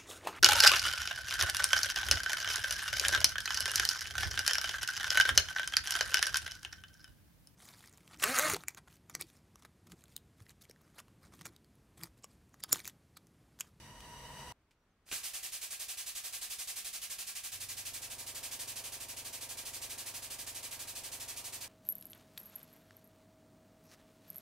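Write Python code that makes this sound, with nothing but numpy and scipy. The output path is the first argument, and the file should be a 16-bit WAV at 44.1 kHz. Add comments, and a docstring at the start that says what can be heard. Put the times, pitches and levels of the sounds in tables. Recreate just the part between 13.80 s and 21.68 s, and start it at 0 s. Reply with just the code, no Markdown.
"""A small workshop, a two-port microphone near a press. Air bleeds through a short pipe as ringing hiss, and
then all of it stops at once. After a quiet moment a valve opens and an air-driven hydraulic pump strokes about
twelve times a second: each stroke is a thump of room modes, an exhaust puff of shaped noise and a piston knock
that rings the body. Later the piston compressor that feeds it starts up and takes load: multiples of its turn,
and valve clatter. Small ticks, faint tones and quiet shop noise lie around them."""
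import sys
import numpy as np
from scipy import signal
from scipy.fft import rfft, irfft
from scipy.io import wavfile
from scipy.ndimage import uniform_filter1d

SR = 44100
rng = np.random.default_rng(int(sys.argv[2]) if len(sys.argv) > 2 else 0)


def materialize(psi):
    """Save the field psi as 16-bit PCM at rate SR to the path in sys.argv[1].

    A 1-D psi becomes a single channel; in a 2-D psi each row is a channel.
    """
    bounded = np.clip(np.atleast_2d(psi).T, -1, 1)
    quanta = np.round(bounded * 32767).astype(np.int16)
    wavfile.write(sys.argv[1], SR, quanta)


def voltage_ratio(level):
    """Linear amplitude factor for a level in decibels (scalar or array-like)."""
    return 10 ** (np.asarray(level, float) / 20)


N = 347508
T = np.arange(N) / SR
HZ = np.arange(N // 2 + 1) * SR / N + 1e-3  # just above zero, so that its logarithm exists


def read(table, at):
    """Straight lines between the rows; one array per column after the first."""
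    x, *columns = np.transpose(table)
    return [np.interp(at, x, column) for column in columns]


def per_hz(table):
    """A pitch table read at every frequency, joined on a log axis."""
    table_hz, value = np.transpose(table)
    return np.interp(np.log(HZ), np.log(table_hz), value)


def unit(x):
    """Scale a sound to an rms of one."""
    return x / np.sqrt(np.mean(x ** 2))


def colour(spectrum, peaks=()):
    """Gain of a smooth spectrum with resonances standing on it."""
    lift = 0
    for hz, width, db in peaks:
        lift = lift + (voltage_ratio(db) ** 2 - 1) / (1 + (2 * (HZ - hz) / width) ** 2)
    return voltage_ratio(per_hz(spectrum)) * np.sqrt(np.maximum(1 + lift, .01))


# How alike left and right are in sound that comes from all around.
# Columns: pitch_hz, likeness (0 unrelated, 1 the same)
PORT_LIKENESS = [(30, .996), (100, 0.99), (300, 0.98), (1000, 0.91), (3000, 0.39), (8000, 0.04),
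                 (15000, 0.038)]


def spread(spectra):
    """Two unrelated sounds become left and right, alike in the bass as at two close ports."""
    alike = np.clip(per_hz(PORT_LIKENESS), 0, 1)
    mid = spectra[0] * np.sqrt(1 + alike)
    side = spectra[1] * np.sqrt(1 - alike)
    return irfft(np.array([mid + side, mid - side]), N) / np.sqrt(2)


def diffuse(gain):
    """Stereo noise of a given colour, coming from all around."""
    return unit(spread(rfft(rng.standard_normal((2, N))) * gain))


def walk(rate):
    """Random levels held 1 / rate seconds and smoothed twice; spread near 1."""
    hold = int(SR / rate)
    steps = np.repeat(rng.standard_normal(N // hold + 1), hold)
    return 1.2 * uniform_filter1d(uniform_filter1d(steps, hold), hold)[:N]


def ring(times, sizes, modes):
    """Every blow sets off decaying sine waves, one per mode (pitch, level, 60 dB decay time)."""
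    out = np.zeros(N)
    at = (np.asarray(times) * SR).astype(int)
    for hz, db, t60 in modes:
        blows = np.zeros(N)
        blows[at] = sizes * voltage_ratio(db)
        pole = np.exp(2j * np.pi * hz / SR - np.log(1000) / (t60 * SR))
        out += signal.lfilter([1], [1, -pole], blows).imag
    return out


def bursts(events, low_hz, high_hz, decay_s, tail):
    """Band noise that jumps up at each event and dies, with a fainter, longer tail."""
    size = 0
    for s, db in events:
        age = np.maximum(T - s, 0) / decay_s
        size = size + voltage_ratio(db) * (T >= s) * (np.exp(-age) + tail * np.exp(-age / 12))
    band = signal.butter(1, [low_hz, high_hz], "bandpass", fs=SR, output="sos")
    return size * unit(signal.sosfilt(band, rng.standard_normal(N)))


def placed(x):
    """Direct sound from the right reaches the left port late; a diffuse tail loses its treble first."""
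    room_t60_s, treble_t60_s, room_db, left_lag_s = 0.6, 0.028, -9, 2.4e-5
    noise = rng.standard_normal((2, N)) * (T > .004)
    low = signal.sosfilt(signal.butter(1, 3000, fs=SR, output="sos"), noise)
    tail = low * np.exp(-np.log(1000) * T / room_t60_s)
    tail += (noise - low) * np.exp(-np.log(1000) * T / treble_t60_s)
    tail /= np.sqrt(np.sum(tail ** 2, axis=1, keepdims=True))
    sound = rfft(x)
    left = irfft(sound * np.exp(-2j * np.pi * HZ * left_lag_s), N)
    return np.array([left, x]) + voltage_ratio(room_db) * spread(sound * rfft(tail))


# Air supply, heard as the strength of the puffs.
# Columns: time_s, strength_db
AIR_SUPPLY = [(1.31, -40.5), (1.45, -42.5), (2.3, -43), (2.7, -42), (3.6, -43.5), (4.05, -43),
              (4.33, -45.5), (4.72, -43), (5.25, -45), (5.8, -44), (6.6, -44.5), (7.88, -44.5)]


def strokes():
    """The pump starts slowly, gathers speed, then is held back a little as oil pressure builds."""
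    count, first_s, stroke_s = 78, 1.314, .07511
    start_drag_s, start_strokes = .02463, .8333  # extra length, fading over so many strokes
    warm_drag_s, warm_strokes = .01895, 24.39  # the same for the slow run-up
    load_drag_s = 7.587e-5  # added by every stroke
    jitter_s, scatter_db = .0007, .35
    n = np.arange(count)
    length = stroke_s + load_drag_s * n
    length += start_drag_s * np.exp(-n / start_strokes)
    length += warm_drag_s * np.exp(-n / warm_strokes)
    chance = rng.standard_normal((2, count)) * (n > 0)
    s = first_s + np.cumsum(length) - length + jitter_s * chance[0]
    return s, read(AIR_SUPPLY, s)[0] + scatter_db * chance[1]


def puff(share):
    """The port opens, stays open, then the cylinder empties: a steady fall in dB after a soft knee."""
    attack, hold, knee = 0.038, 0.39, 0.045  # shares of a stroke
    fall_db = -28  # over a whole stroke
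    late = knee * np.logaddexp(0, (share - hold) / knee)
    return (1 - np.exp(-share / attack)) * voltage_ratio(fall_db * late)


def exhaust_flow(s, db):
    """Strength of the puffs, each stretched to its stroke."""
    port_lead_s = .0025  # the port cracks open just ahead of the stroke
    ends = np.append(s, 2 * s[-1] - s[-2]) - port_lead_s
    stroke = np.interp(T, ends, np.arange(len(ends)))
    index = np.minimum(stroke.astype(int), len(s) - 1)
    share = stroke - index
    # the last puff is still dying while the next one opens
    both = np.hypot(puff(share), (index > 0) * puff(share + 1))
    return voltage_ratio(db[index]) * both * (T >= ends[0])


def valve_inrush(first_s):
    """Air rushes in until the first stroke: the valve cracks open fast, then the flow keeps growing."""
    valve_s, attack_s, start_db, growth_db_per_s = 1.249, 0.016, -68.5, 222
    opened = np.clip(T - valve_s, 0, 1)
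    rise = 1 - np.exp(-(opened / attack_s) ** 2)
    return voltage_ratio(start_db + growth_db_per_s * opened) * rise * (T < first_s)


# Colour of the exhaust noise.
# Columns: pitch_hz, relative_db (per Hz)
EXHAUST_COLOUR = [(88, -61), (150, -53), (334, -19.5), (544, -16), (758, -10), (868, -16), (1100, -10.5),
                  (1500, -13.5), (1650, -8), (2640, -3), (9390, 0.5), (13300, -3), (15900, -6.5)]
# Resonances of the muffler.
# Columns: pitch_hz, width_hz, lift_db
MUFFLER_PEAKS = [(772, 16, 4), (1384, 14, 6), (1620, 120, 1), (2333, 45, 4), (2598, 35, 4), (2908, 40, 3),
                 (4419, 45, 3.5), (4992, 50, 3.5), (6440, 150, 2.5), (8004, 45, 3), (8926, 45, 4),
                 (9221, 50, 3.5)]


def exhaust(s, db):
    """Air flow makes muffled noise: a direct jet, and noise scattered by nearby steel."""
    scatter_db, scatter_s = 0.5, .006
    flow = exhaust_flow(s, db) + valve_inrush(s[0])
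    gain = colour(EXHAUST_COLOUR, MUFFLER_PEAKS)
    jet = unit(irfft(rfft(rng.standard_normal(N)) * gain, N)) * voltage_ratio(0.64 * walk(150))
    # the scattered noise follows the flow with a short lag
    lag = np.exp(-1 / (scatter_s * SR))
    scatter = voltage_ratio(scatter_db) * diffuse(gain) * signal.lfilter([1 - lag], [1, -lag], flow)
    return jet * flow, scatter


# Ringing modes of the pump body.
# Columns: pitch_hz, relative_db, decay_60db_s
PUMP_BODY = [(330, -15, .05), (600, -14, .05), (776, -12, .12), (1130, -11, .06), (1385, -12, .08),
             (1620, -3, .07), (1950, -8, .04), (2450, -3, .06)]


def piston_knocks(s):
    """The piston strikes once a stroke and rings the pump body."""
    lag_s, jitter_s, level_db, scatter_db = .022, 0.001505, -57, 2
    chance = rng.standard_normal((2, len(s)))
    return ring(s + lag_s + jitter_s * chance[0], voltage_ratio(level_db + scatter_db * chance[1]), PUMP_BODY)


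# Other, loose blows on the pump body.
# Columns: time_s, strength_db
LOOSE_BLOWS = [(1.266, -70), (1.281, -65), (1.2885, -63), (1.3148, -44), (1.326, -45), (1.338, -53)]


def loose_blows():
    """A loose blow rings the body and cracks broadly; its dull, dry part comes through the frame."""
    ring_db, crack_db, crack_s = -4, 7, .004
    blow_s, blow_db = np.transpose(LOOSE_BLOWS)
    sharp = ring(blow_s, voltage_ratio(blow_db + ring_db), PUMP_BODY)
    sharp += voltage_ratio(crack_db) * bursts(LOOSE_BLOWS, 1700, 3300, crack_s, 0)
    dull = bursts(LOOSE_BLOWS, 150, 1000, crack_s, 0)
    return sharp, dull


# Balance of the pump between the two ports.
# Columns: pitch_hz, left_minus_right_db
PUMP_BALANCE = [(300, 0.5), (2000, -1.6), (9000, -1.3), (14000, -3)]


def pump(s, db):
    """Puffs, knocks and blows sound in the room; scattered noise and the dull blows stay outside its tail."""
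    jet, scatter = exhaust(s, db)
    sharp, dull = loose_blows()
    both = placed(jet + piston_knocks(s) + sharp) + scatter + dull
    half = np.array([[.5], [-.5]])  # half of the difference goes to each port
    return irfft(rfft(both) * voltage_ratio(per_hz(PUMP_BALANCE) * half), N)


# Low room modes that take the pressure step.
# Columns: pitch_hz, level_db, decay_60db_s, lead_on_puff_s
ROOM_MODES = [(49, -66, .17, -.0015), (99, -75, .3, .0045), (105, -65, .04, .005)]


def thumps(s, db):
    """The pressure dips just before each puff and the lowest room modes swing after it."""
    blow_thump_db = 54  # how far a loose blow shakes the room modes
    blow_s, blow_db = np.transpose(LOOSE_BLOWS)
    times = np.append(s, blow_s + 0.0026)
    size = voltage_ratio(np.append(db - db.mean(), blow_db + blow_thump_db))
    out = np.zeros(N)
    for *mode, lead in ROOM_MODES:
        # modes set off ahead of the puff swing down first, those set off by it swing up
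        out -= np.sign(lead) * ring(times - lead, size, [mode])
    return out


# How the compressor starts up and takes load.
# Columns: time_s, turns_hz, level_db, load (0 to 1)
COMPRESSOR_RUN = [(3.72, 23.2, -90, 0.01), (3.73, 24.2, -61, 0.05), (3.97, 24.2, -59.5, .25),
                  (4.15, 23.9, -60, .65), (4.4, 23.87, -59.5, .97), (7.88, 23.87, -59.5, 1)]
# Tones of the compressor under load.
# Columns: multiple_of_turn, relative_db
TURN_MULTIPLES = [(1, -10), (2, -6), (3, -4), (4, 0), (5, -1), (6, -13), (7, -10), (8, -10), (9, -14),
                  (10, -8), (11, -5), (12, -9), (13, -10), (14, -11), (15, -9), (16, -11), (17, -8),
                  (18, -15), (19, -17), (20, -8), (21, -10), (22, -6), (23, -4), (24, -11), (25, -13),
                  (26, -6), (27, -13), (28, -1), (29, -7), (30, -10), (31, -9), (32, -8), (33, -7),
                  (34, -9), (35, -13), (36, -11), (37, -10), (38, -4), (39, -4), (40, -2), (41, -12),
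                  (42, -9), (43, -12), (44, -11), (45, -14), (46, -15), (47, -9), (48, -10), (49, -11),
                  (50, -13)]


def compressor_tones(turn, load, running):
    """Multiples of the turn that wander a little; without load they thin out around a hum."""
    idle_tilt_db, idle_hum_db = -3.5, 7  # fall per octave away from the fourth multiple; lift of that one
    wander_db = 1.1  # each tone's change from turn to turn
    smear_rad, smear_rad_per_multiple = .8, .025  # the room knocks them out of step, high ones more
    turn, load = turn[running], load[running]
    tones, turns = np.zeros((2, N)), np.arange(128)
    for k, tone_db in TURN_MULTIPLES:
        side, start, *wander = rng.standard_normal(len(turns) + 2)
        idle_db = (1 - load) * (idle_tilt_db * abs(np.log2(k / 4)) + idle_hum_db * (k == 4))
        gain = voltage_ratio(tone_db + idle_db + wander_db * np.interp(turn, turns, wander))
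        phase = (smear_rad + smear_rad_per_multiple * k) * start
        # the two ports hear the higher multiples a little out of step
        port_phase = 0.0091 * k * side * np.array([[1], [-1]])
        tones[:, running] += gain * np.cos(2 * np.pi * k * turn + phase + port_phase)
    size = np.sqrt(np.sum(voltage_ratio(np.array(TURN_MULTIPLES)[:, 1]) ** 2) / 2)
    return tones / size


# Colour of the valve noise.
# Columns: pitch_hz, relative_db (per Hz)
CLATTER_COLOUR = [(18, -35), (30, -29), (104, -10), (439, 9), (672, 5), (1310, 6), (2500, 7), (3250, -53),
                  (5500, -120)]


def valve_clatter(turn, load):
    """Valve noise jumps up once a turn and dies away, fainter without load."""
    idle_share = 0.38
    beat = .5 + np.exp(-(turn % 1) / 0.42)
    return diffuse(colour(CLATTER_COLOUR)) * beat * (idle_share + (1 - idle_share) * load)


def compressor():
    """One turning shaft drives both the tones and the valve clatter."""
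    pulse_s = 5.628  # one of the compression pulses, which come once a turn
    clatter_db = -4  # beside the tones
    hz, db, load = read(COMPRESSOR_RUN, T)
    running = T > COMPRESSOR_RUN[0][0]
    turn = np.cumsum(hz * running) / SR
    turn += -turn[int(pulse_s * SR)] % 1
    tones = compressor_tones(turn, load, running)
    return running * voltage_ratio(db) * (tones + voltage_ratio(clatter_db) * valve_clatter(turn, load))


# Strength of the bleeding air.
# Columns: time_s, hiss_db, rumble_db
BLEED_LEVELS = [(0, -57.5, -54.5), (.15, -55, -57), (.2, -54, -57.5), (.45, -51.5, -57),
                (.55, -50.5, -55.5), (.72, -48, -54)]
# Colour of its hiss, below the pipe resonances.
# Columns: pitch_hz, relative_db (per Hz)
HISS_COLOUR = [(200, -41), (400, -9), (800, -13), (1400, -14), (2500, -19.5), (4500, -23.5), (7000, -20.5),
               (10000, -18), (16000, -27)]
# Resonances of the short pipe.
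# Columns: pitch_hz, width_hz, lift_db
PIPE_PEAKS = [(503, 30, 7.5), (631, 14, 11.5), (959, 39, 22), (1914, 110, 15.5), (2885, 134, 17),
              (2960, 60, 17.5), (3860, 130, 14.5), (4700, 330, 12.5), (5870, 200, 16), (8240, 530, 7.5)]
# Colour of the rumble, below its resonances.
# Columns: pitch_hz, relative_db (per Hz)
RUMBLE_COLOUR = [(20, -31), (40, -8), (100, -5), (230, -9.5), (350, -15), (600, -45)]
# Resonances of the rumble.
# Columns: pitch_hz, width_hz, lift_db
RUMBLE_RESONANCES = [(55.5, 18, 12), (140, 15, 9.5), (218, 26, 6.5)]


def bleed():
    """Rushing air excites the near-harmonic resonances of a short pipe over a rumble; at 0.72 s hiss and rumble
    stop at once."""
    stop_s = .7235
    hiss_db, rumble_db = read(BLEED_LEVELS, T)
    hiss = diffuse(colour(HISS_COLOUR, PIPE_PEAKS)) * voltage_ratio(hiss_db + .7 * walk(40))
    rumble = diffuse(colour(RUMBLE_COLOUR, RUMBLE_RESONANCES)) * voltage_ratio(rumble_db)
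    return (hiss + rumble) * (T < stop_s)


# Small dry ticks.
# Columns: time_s, strength_db
DRY_TICKS = [(.205, -50), (.9093, -68.5), (.9135, -70.5)]


def ticks():
    """Short bursts of band noise with a faint tail."""
    return bursts(DRY_TICKS, 1500, 4900, 0.0018, 0.32)


# Faint far tones.
# Columns: start_s, length_s, start_pitch_hz, end_pitch_hz, peak_db
FAR_TONES = [(.97, .09, 5850, 5700, -90), (1.1, .035, 6500, 6050, -88), (2.4, 1.9, 201, 201.5, -78)]


def faint_tones():
    """Thin sine waves that glide in pitch while they swell and fade."""
    out = np.zeros(N)
    for s, length, from_hz, to_hz, db in FAR_TONES:
        share = np.clip((T - s) / length, 0, 1)
        pitch = from_hz + (to_hz - from_hz) * share
        out += voltage_ratio(db) * np.sin(np.pi * share) * np.sin(2 * np.pi * np.cumsum(pitch) / SR)
    return out


# Colour of the quiet workshop.
# Columns: pitch_hz, relative_db (per Hz)
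SHOP_COLOUR = [(15, -43), (25, 2.5), (107, -3.5), (145, -7), (166, -8), (200, -8.5), (292, -8.5),
               (622, -15.5), (1330, -16), (4350, -27.5), (15900, -38)]


def workshop():
    """Quiet noise from all around, its level wavering a little."""
    level_db = -74 + 0.56 * walk(24)
    return voltage_ratio(level_db) * diffuse(colour(SHOP_COLOUR))


def scene():
    """All sources over the quiet workshop."""
    s, db = strokes()
    machines = pump(s, db) + thumps(s, db) + compressor()
    return machines + bleed() + ticks() + faint_tones() + workshop()


def band_limit(x):
    """A steep low-pass at the top of the band."""
    return signal.sosfilt(signal.butter(12, 16050, fs=SR, output="sos"), x)


def record(dry):
    """The recorder cuts the top of the treble with a steep filter."""
    top_cut = signal.ellip(12, .2, 70, 15740, fs=SR, output="sos")  # order, ripple dB, stop dB, edge Hz
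    mix = signal.sosfilt(top_cut, dry)
    return band_limit(mix)


dry = scene()
out = record(dry)
materialize(out)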